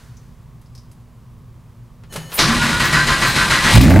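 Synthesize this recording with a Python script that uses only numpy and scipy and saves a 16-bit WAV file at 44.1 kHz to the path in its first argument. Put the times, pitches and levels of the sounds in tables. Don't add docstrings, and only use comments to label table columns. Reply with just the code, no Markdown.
import sys
import numpy as np
from scipy import signal
from scipy.fft import rfft, irfft
from scipy.io import wavfile

SR = 44100
rng = np.random.default_rng(int(sys.argv[2]) if len(sys.argv) > 2 else 0)


def file_out(sig):
    cols = np.atleast_2d(sig).T
    lim = np.clip(cols, -1, 1)
    pcm = np.round(lim * 32767).astype(np.int16)
    wavfile.write(sys.argv[1], SR, pcm)


N = 176400
T = np.arange(N) / SR

# frequency_hz, gain_db
ROOM_SPECTRUM = [(25, -12), (40, -3), (64, -9.5), (88, -5), (125, 1), (150, -6), (243, -16), (275, -25),
                 (360, -22.5), (500, -26.5), (800, -30.5), (1100, -25.5), (1400, -35), (4000, -43),
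                 (15000, -49)]
# pitch_hz, level_db
HUM_LINES = [(59.2, -50.5), (118.4, -48), (241.5, -58)]
# time_s, level_db
HISS_LEVELS = [(0, -51.5), (.15, -59.5), (.4, -68), (1.1, -85)]
# frequency_hz, gain_db
HISS_SPECTRUM = [(500, -3), (1500, 4), (2800, -4.5), (4500, -2.5), (10000, -9), (15000, -15)]
# start_s, snap_db, ring_db, ring_hz
TICK_EVENTS = [(.169, -62, -49, 6030), (.615, -54, -75, 5110), (.6594, -67, -58, 5110),
               (.7507, -51, -43.5, 5110), (0.7766, -57, -44.5, 5100), (0.915, -49, -84, 5110)]
# frequency_hz, gain_db
TICK_SPECTRUM = [(800, -1), (2500, -3), (6000, -4), (11000, 0), (15000, -13)]

# start_s, level_db, t60_s, cutoff_hz
CLACK_EVENTS = [(2.036, -44, 0.088, 4100), (2.125, -33, 0.18, 11000), (2.138, -35, 0.08, 13000),
                (2.157, -29, 0.11, 4000), (2.16, -26, 0.078, 11000), (2.179, -44, 0.64, 6900),
                (2.318, -32.5, 0.1, 6300)]
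# frequency_hz, gain_db
PINION_SPECTRUM = [(100, -1), (600, 4), (1800, 1), (4000, -2.5), (7000, -4.5), (11000, -0.5), (15000, -7)]
# start_s, level_db
BODY_THUDS = [(2.045, -43), (2.177, -26.5)]
# pitch_hz, level_db
WHINE_LINES = [(1803, -53.5), (3004, -50), (4221, -57), (6611, -52.5), (10153, -62)]
# frequency_hz, gain_db
FIZZ_SPECTRUM = [(500, 9), (3000, -11), (10500, -7), (15000, -14)]
# time_s, level_db
SCRAPE_LEVELS = [(2.29, -51.5), (2.318, -38.5), (2.33, -32.5), (2.39, -34), (2.42, -90)]
# start_s, level_db, pitch_hz, hold_s
SQUEAL_EVENTS = [(2.34, -28, 9771, .02), (2.338, -28, 13437, .038)]

# start_s, gear_db, lower_pipe_db, upper_pipe_db
COMPRESSION_STROKES = [(2.384, -16.5, -27, -50), (2.474, -19, -34, -17), (2.608, -18, -37, -23),
                       (2.68, -22, -45, -24), (2.792, -15.5, -22.5, -30), (2.919, -15, -19.5, -28.5),
                       (3.065, -16.5, -26.5, -32), (3.21, -16, -23.5, -31), (3.35, -15, -27, -27.5),
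                       (3.495, -14.5, -25, -37.5), (3.63, -15, -24, -22)]
STROKE_ATTACK_S, STROKE_HOLD_S = 0.016, 0.05
# centre_hz, width_hz, gain_db
HOUSING_MODES = [(552, 19, -5.5), (1006, 70, 2.5), (1167, 17, 0.5), (1704, 30, -5), (1932, 55, 3.5),
                 (2186, 47, -4), (2900, 16, -6), (3535, 20, -8), (4015, 95, -0.5), (5000, 30, -3),
                 (8340, 140, -5)]
# frequency_hz, gain_db
GEAR_SPECTRUM = [(150, -8.5), (400, -8.5), (560, -10.5), (850, -14), (1000, -2), (1450, 4.5), (2000, -1.5),
                 (2600, -6.5), (4500, -10), (7000, -17), (14000, -45)]
# frequency_hz, gain_db
RASP_SPECTRUM = [(300, -1), (850, 0.5), (1100, -3.5), (2500, 2), (4200, -1), (5500, -4.5), (8500, -8),
                 (11000, -12.5), (15500, -28.5)]
# time_s, level_db
GRIND_LEVELS = [(2.36, -59), (2.378, -22.5), (2.391, -15.5), (2.45, -37), (2.55, -22), (2.9, -26),
                (3.3, -22.5), (3.6, -23), (3.73, -14.5), (3.82, -10.5), (3.92, -21.5), (4, -32.5)]
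# time_s, level_db
RUMBLE_LEVELS = [(2.38, -39), (2.42, -22), (2.7, -24), (2.78, -25.5), (3.5, -28), (3.72, -25)]
# frequency_hz, gain_db
RUMBLE_SPECTRUM = [(20, -43), (35, 5.5), (60, -0.5), (90, -2), (150, 2), (270, -6), (350, -4.5), (440, -32),
                   (1000, -51)]
# frequency_hz, gain_db
CRASH_SPECTRUM = [(400, -0.5), (2500, -7.5), (3800, 1.5), (6000, -1.5), (7500, -17), (11000, -14),
                  (15000, -37)]
# middle_s, level_db, pitch_hz, sigma_s
GEAR_TONES = [(2.505, -27, 1143, 0.036), (2.62, -21, 1439, 0.018), (2.745, -23.5, 1436, 0.032),
              (2.84, -29, 1364, 0.0093), (2.885, -29, 1486, .02), (2.944, -20, 1892, 0.0095),
              (3.012, -18.5, 1560, 0.022), (3.14, -22, 1588, 0.03), (3.28, -23, 1570, 0.033),
              (3.42, -21.5, 1537, 0.043), (3.545, -23, 1615, 0.013), (3.595, -21, 1955, 0.0093)]
# pitch_ratio, gain_db
GEAR_PARTIALS = [(.655, -7), (1, 1), (2.65, -12.5)]
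# middle_s, level_db, centre_hz
SCUFF_EVENTS = [(2.645, -42, 11500), (2.865, -36, 14300), (3.29, -35, 13100)]

# time_s, firing_rate_hz, level_db
FIRING_CURVE = [(3.722, 53, -21), (3.746, 52, -7), (3.785, 59.5, 2.5), (3.85, 67, 0.5), (3.9, 86, 1),
                (3.95, 92, 1.5), (4, 106, 0)]
CYLINDER_GAINS = [0, -6.5, 0, -13, 3.5]
# frequency_hz, gain_db
PIPE_SPECTRUM = [(50, -3), (70, -1), (95, 1), (120, 2.5), (145, -1.5), (190, -2), (270, -1), (335, -11),
                 (430, -31), (590, -13), (850, -33)]
# time_s, cutoff_hz
BOOM_CUTOFF = [(3.79, 160), (3.83, 328), (3.9, 995)]
# frequency_hz, gain_db
BLAST_SPECTRUM = [(20, -23), (40, -4.5), (70, 6.5), (280, -5.5), (400, -19), (600, -10), (1050, -19),
                  (2000, -15), (3500, -35.5), (15000, -42)]
# start_s, level_db
RATTLE_EVENTS = [(3.75, -14), (3.772, -21), (3.811, -6.5), (3.833, -14), (3.899, -15)]
# frequency_hz, gain_db
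RATTLE_SPECTRUM = [(800, -15), (2500, 7), (9000, -6.5), (15000, -7)]
# time_s, level_db, pitch_hz
REV_WHINE_CURVE = [(3.83, -27, 832), (3.88, -22, 852), (4, -20, 901)]

# frequency_hz, gain_db
SIDE_SPECTRUM = [(40, -35), (250, -14), (1200, -28), (4000, -18.5), (14000, -19.5)]
# frequency_hz, left_minus_right_db
ROOM_PAN = [(60, -6), (170, 2.5), (1000, -4), (6000, 3)]
# frequency_hz, left_minus_right_db
METAL_PAN = [(500, -0.55), (4000, 1.54), (9000, 0.6)]
# frequency_hz, left_minus_right_db
ENGINE_PAN = [(30, 6), (65, -8), (130, 0.1), (300, 0)]


def from_db(db):
    return 10 ** (np.asarray(db) / 20)


def unit_rms(x):
    return x / np.sqrt(np.mean(x ** 2) + 1e-20)


def noise():
    return rng.standard_normal(N)


def in_time(rows):
    times, *columns = np.transpose(rows)
    return [np.interp(T, times, column) for column in columns]


def at_hz(spectrum, hz):
    frequencies, db = np.transpose(spectrum)
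    return np.interp(np.log(np.maximum(hz, 1)), np.log(frequencies), db)


def envelope(rows):
    return from_db(in_time(rows)[0]) * (T > rows[0][0])


def colour(x, spectrum):
    size = 2 * N
    gain = from_db(at_hz(spectrum, np.arange(N + 1) * SR / size))
    cepstrum = irfft(np.log(gain))
    cepstrum[1:N] *= 2
    cepstrum[N + 1:] = 0
    return irfft(rfft(x, size) * np.exp(rfft(cepstrum)))[:N]


def coloured_noise(spectrum):
    return unit_rms(colour(noise(), spectrum))


def resonate(x, hz, width_hz):
    r = np.exp(-np.pi * width_hz / SR)
    feedback = [1, -2 * r * np.cos(2 * np.pi * hz / SR), r * r]
    return signal.lfilter(np.array([1, 0, -1]) * (1 - r * r) / 2, feedback, x)


def drift(rate_hz):
    white = rfft(noise())
    hz = np.arange(len(white)) * SR / N
    return unit_rms(irfft(white / (1 + (hz / rate_hz) ** 2), N))


def tone(hz, waver_hz, rate_hz=25):
    cycles = np.cumsum(hz + waver_hz * drift(rate_hz)) / SR + rng.random()
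    return np.sqrt(2) * np.sin(2 * np.pi * cycles)


def swell(start_s, attack_s, hold_s, release_db_per_s):
    attack = np.clip((T - start_s) / attack_s, 0, 1)
    return attack * from_db(-release_db_per_s * np.maximum(T - start_s - hold_s, 0))


def dying(start_s, t60_s):
    return (T >= start_s) * from_db(-60 * np.maximum(T - start_s, 0) / t60_s)


def bump(middle_s, sigma_s):
    return np.exp(-0.5 * ((T - middle_s) / sigma_s) ** 2)


def reflections(x, delay_s, t60_s):
    echoes = noise() * dying(delay_s, t60_s)
    return signal.fftconvolve(x, echoes / np.sqrt(np.sum(echoes ** 2)))[:N]


def garage(x, wet_db):
    wet = from_db(wet_db)
    return (x + wet * reflections(x, delay_s=0.0024, t60_s=0.45)) / np.sqrt(1 + wet ** 2)


def place(x, pan):
    side = colour(reflections(x, delay_s=0.001414, t60_s=0.13), SIDE_SPECTRUM)
    lean = from_db(at_hz(pan, np.arange(N + 1) * SR / (2 * N)) / 2)
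    return irfft(rfft([x + side, x - side], 2 * N) * np.array([lean, 1 / lean]))[:, :N]


def background():
    hum = sum(from_db(db) * tone(hz, waver_hz=3.1) for hz, db in HUM_LINES)
    hiss = from_db(in_time(HISS_LEVELS)[0]) * coloured_noise(HISS_SPECTRUM)
    return from_db(-43) * coloured_noise(ROOM_SPECTRUM) + hum + hiss


def ticks():
    snap = coloured_noise(TICK_SPECTRUM)
    out = 0
    for start, snap_db, ring_db, hz in TICK_EVENTS:
        ring = unit_rms(resonate(noise(), hz, width_hz=480))
        out += from_db(snap_db) * dying(start, t60_s=0.08) * snap
        out += from_db(ring_db) * dying(start, t60_s=0.1) * ring
    return garage(out, wet_db=-8)


def pinion():
    contact = coloured_noise(PINION_SPECTRUM)
    clacks = 0
    for start, db, t60, cutoff_hz in CLACK_EVENTS:
        dulled = signal.lfilter(*signal.butter(2, cutoff_hz, fs=SR), contact)
        clacks += from_db(db) * dying(start, t60) * unit_rms(dulled)
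    return garage(clacks + envelope(SCRAPE_LEVELS) * contact, wet_db=-8.5)


def thuds(mode_hz=158.4):
    return sum(from_db(db) * dying(start, t60_s=0.49) * np.sin(2 * np.pi * mode_hz * (T - start))
               for start, db in BODY_THUDS)


def starter_whine():
    partials = sum(from_db(db) * tone(hz, waver_hz=20.2, rate_hz=105) for hz, db in WHINE_LINES)
    fizz = from_db(-44.5) * coloured_noise(FIZZ_SPECTRUM)
    return swell(start_s=2.093, attack_s=0.025, hold_s=0.207, release_db_per_s=360) * (partials + fizz)


def squeals():
    out = 0
    for start, db, hz, hold in SQUEAL_EVENTS:
        level = from_db(db) * swell(start, attack_s=0.0024, hold_s=hold, release_db_per_s=1006)
        out += level * tone(hz, waver_hz=125, rate_hz=350)
    return garage(out, wet_db=-17)


def teeth(tooth_hz, scatter_db, decay_per_tooth, jitter=0.13):
    cycles = np.cumsum(tooth_hz * (1 + jitter * drift(150))) / SR
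    strength = from_db(scatter_db * np.clip(noise(), -2, 2))[cycles.astype(int)]
    knocks = strength * np.exp(-decay_per_tooth * (cycles % 1)) * noise()
    return knocks + sum(from_db(db) * resonate(knocks, hz, width) for hz, width, db in HOUSING_MODES)


def compressions(attack_s, hold_s, release_db_per_s):
    return np.max([from_db(db) * swell(start, attack_s, hold_s, release_db_per_s)
                   for start, db, *_ in COMPRESSION_STROKES], axis=0)


def grinding(mesh_hz=526.6, speed_swing=0.055):
    load = compressions(STROKE_ATTACK_S, STROKE_HOLD_S, release_db_per_s=119.5)
    bite = from_db(-3) * compressions(attack_s=0.0083, hold_s=0.01, release_db_per_s=112)
    tooth_hz = mesh_hz * (1 + speed_swing * (0.5 - load / load.max()))
    gears = colour(teeth(tooth_hz, scatter_db=1.5, decay_per_tooth=1.2), GEAR_SPECTRUM)
    rasp = colour(teeth(tooth_hz, scatter_db=1.7, decay_per_tooth=0.48), RASP_SPECTRUM)
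    return load * unit_rms(gears) + np.hypot(bite, envelope(GRIND_LEVELS)) * unit_rms(rasp)


def pumping(pipe_hz=(141.9, 231.7)):
    puffs = 0
    for start, _, *levels in COMPRESSION_STROKES:
        ringing = sum(from_db(db) * tone(hz, waver_hz=8) for hz, db in zip(pipe_hz, levels))
        puffs += swell(start, attack_s=0.024, hold_s=0.029, release_db_per_s=109) * ringing
    thumps = from_db(-11) * compressions(STROKE_ATTACK_S, STROKE_HOLD_S, release_db_per_s=206)
    return puffs + np.hypot(thumps, envelope(RUMBLE_LEVELS)) * coloured_noise(RUMBLE_SPECTRUM)


def crash():
    burst = swell(start_s=2.388, attack_s=0.0025, hold_s=0.0099, release_db_per_s=151)
    return from_db(-12) * burst * coloured_noise(CRASH_SPECTRUM)


def singing(relative_rise_per_s=0.45):
    out = 0
    for middle, db, hz, sigma in GEAR_TONES:
        pitch_hz = hz * (1 + relative_rise_per_s * (T - middle)) + 12.3 * drift(72.4)
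        cycles = np.cumsum(pitch_hz) / SR + rng.random()
        partials = sum(from_db(gain_db) * np.sin(2 * np.pi * ratio * cycles)
                       for ratio, gain_db in GEAR_PARTIALS)
        out += from_db(db) * bump(middle, sigma) * np.sqrt(2) * partials
    return out


def scuffs():
    return sum(from_db(db) * bump(middle, sigma_s=0.02) * unit_rms(resonate(noise(), hz, width_hz=1500))
               for middle, db, hz in SCUFF_EVENTS)


def boom(firing_hz, firings, cutoff_hz, flutter_db=2.5, wobble_rad=0.22):
    out = 0
    for k in range(1, 9):
        gain = from_db(at_hz(PIPE_SPECTRUM, k * firing_hz) + flutter_db * drift(33))
        gain /= np.sqrt(1 + (k * firing_hz / cutoff_hz) ** 6)
        phase = 2 * np.pi * (k * firings + rng.random()) + wobble_rad * k * drift(32)
        out += gain * np.sin(phase)
    return out


def blast(firings, cutoff_hz, decay_per_firing=1.2):
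    strength = from_db(CYLINDER_GAINS)[firings.astype(int) % len(CYLINDER_GAINS)]
    pulses = strength * noise() * np.exp(-decay_per_firing * (firings % 1))
    gas = unit_rms(colour(pulses, BLAST_SPECTRUM))
    muffled = resonate(gas, hz=95, width_hz=91)
    opened = (cutoff_hz / cutoff_hz.max()) ** 0.12
    return garage(opened * gas + (1 - opened) * muffled, wet_db=-6.5)


def exhaust():
    firing_hz, db = in_time(FIRING_CURVE)
    level = from_db(db) * (T > FIRING_CURVE[0][0])
    firings = np.cumsum(firing_hz) / SR
    cutoff_hz = in_time(BOOM_CUTOFF)[0]
    harmonics = from_db(-0.74) * boom(firing_hz, firings, cutoff_hz)
    return level * (harmonics + from_db(-5.5) * blast(firings, cutoff_hz))


def rattles():
    level = sum(from_db(db) * dying(start, t60_s=0.098) for start, db in RATTLE_EVENTS)
    return level * coloured_noise(RATTLE_SPECTRUM)


def rev_whine():
    _, pitch_hz = in_time(REV_WHINE_CURVE)
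    return envelope(REV_WHINE_CURVE) * tone(pitch_hz, waver_hz=6.05)


def scene():
    metal = ticks() + pinion() + thuds() + starter_whine() + squeals()
    metal += garage(grinding() + crash() + scuffs(), wet_db=-6.5) + singing() + rattles()
    room = place(background(), ROOM_PAN)
    return room + place(metal, METAL_PAN) + place(pumping() + exhaust() + rev_whine(), ENGINE_PAN)


def record(dry, limit_db=5, attack_s=0.0077, release_db_per_s=23, hardness=3.2, cutoff_hz=15750):
    peak_db = 20 * np.log10(np.abs(dry).max(axis=0) + 1e-9)
    over_db = np.maximum(peak_db - limit_db, 0)
    held_db = np.maximum.accumulate(over_db + release_db_per_s * T) - release_db_per_s * T
    pole = np.exp(-1 / (attack_s * SR))
    limited = dry * from_db(-signal.lfilter([1 - pole], [1, -pole], held_db))
    clipped = limited / (1 + np.abs(limited) ** hardness) ** (1 / hardness)
    return signal.sosfiltfilt(signal.ellip(10, 0.05, 60, cutoff_hz, fs=SR, output="sos"), clipped)


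dry = scene()
out = record(dry)
file_out(out)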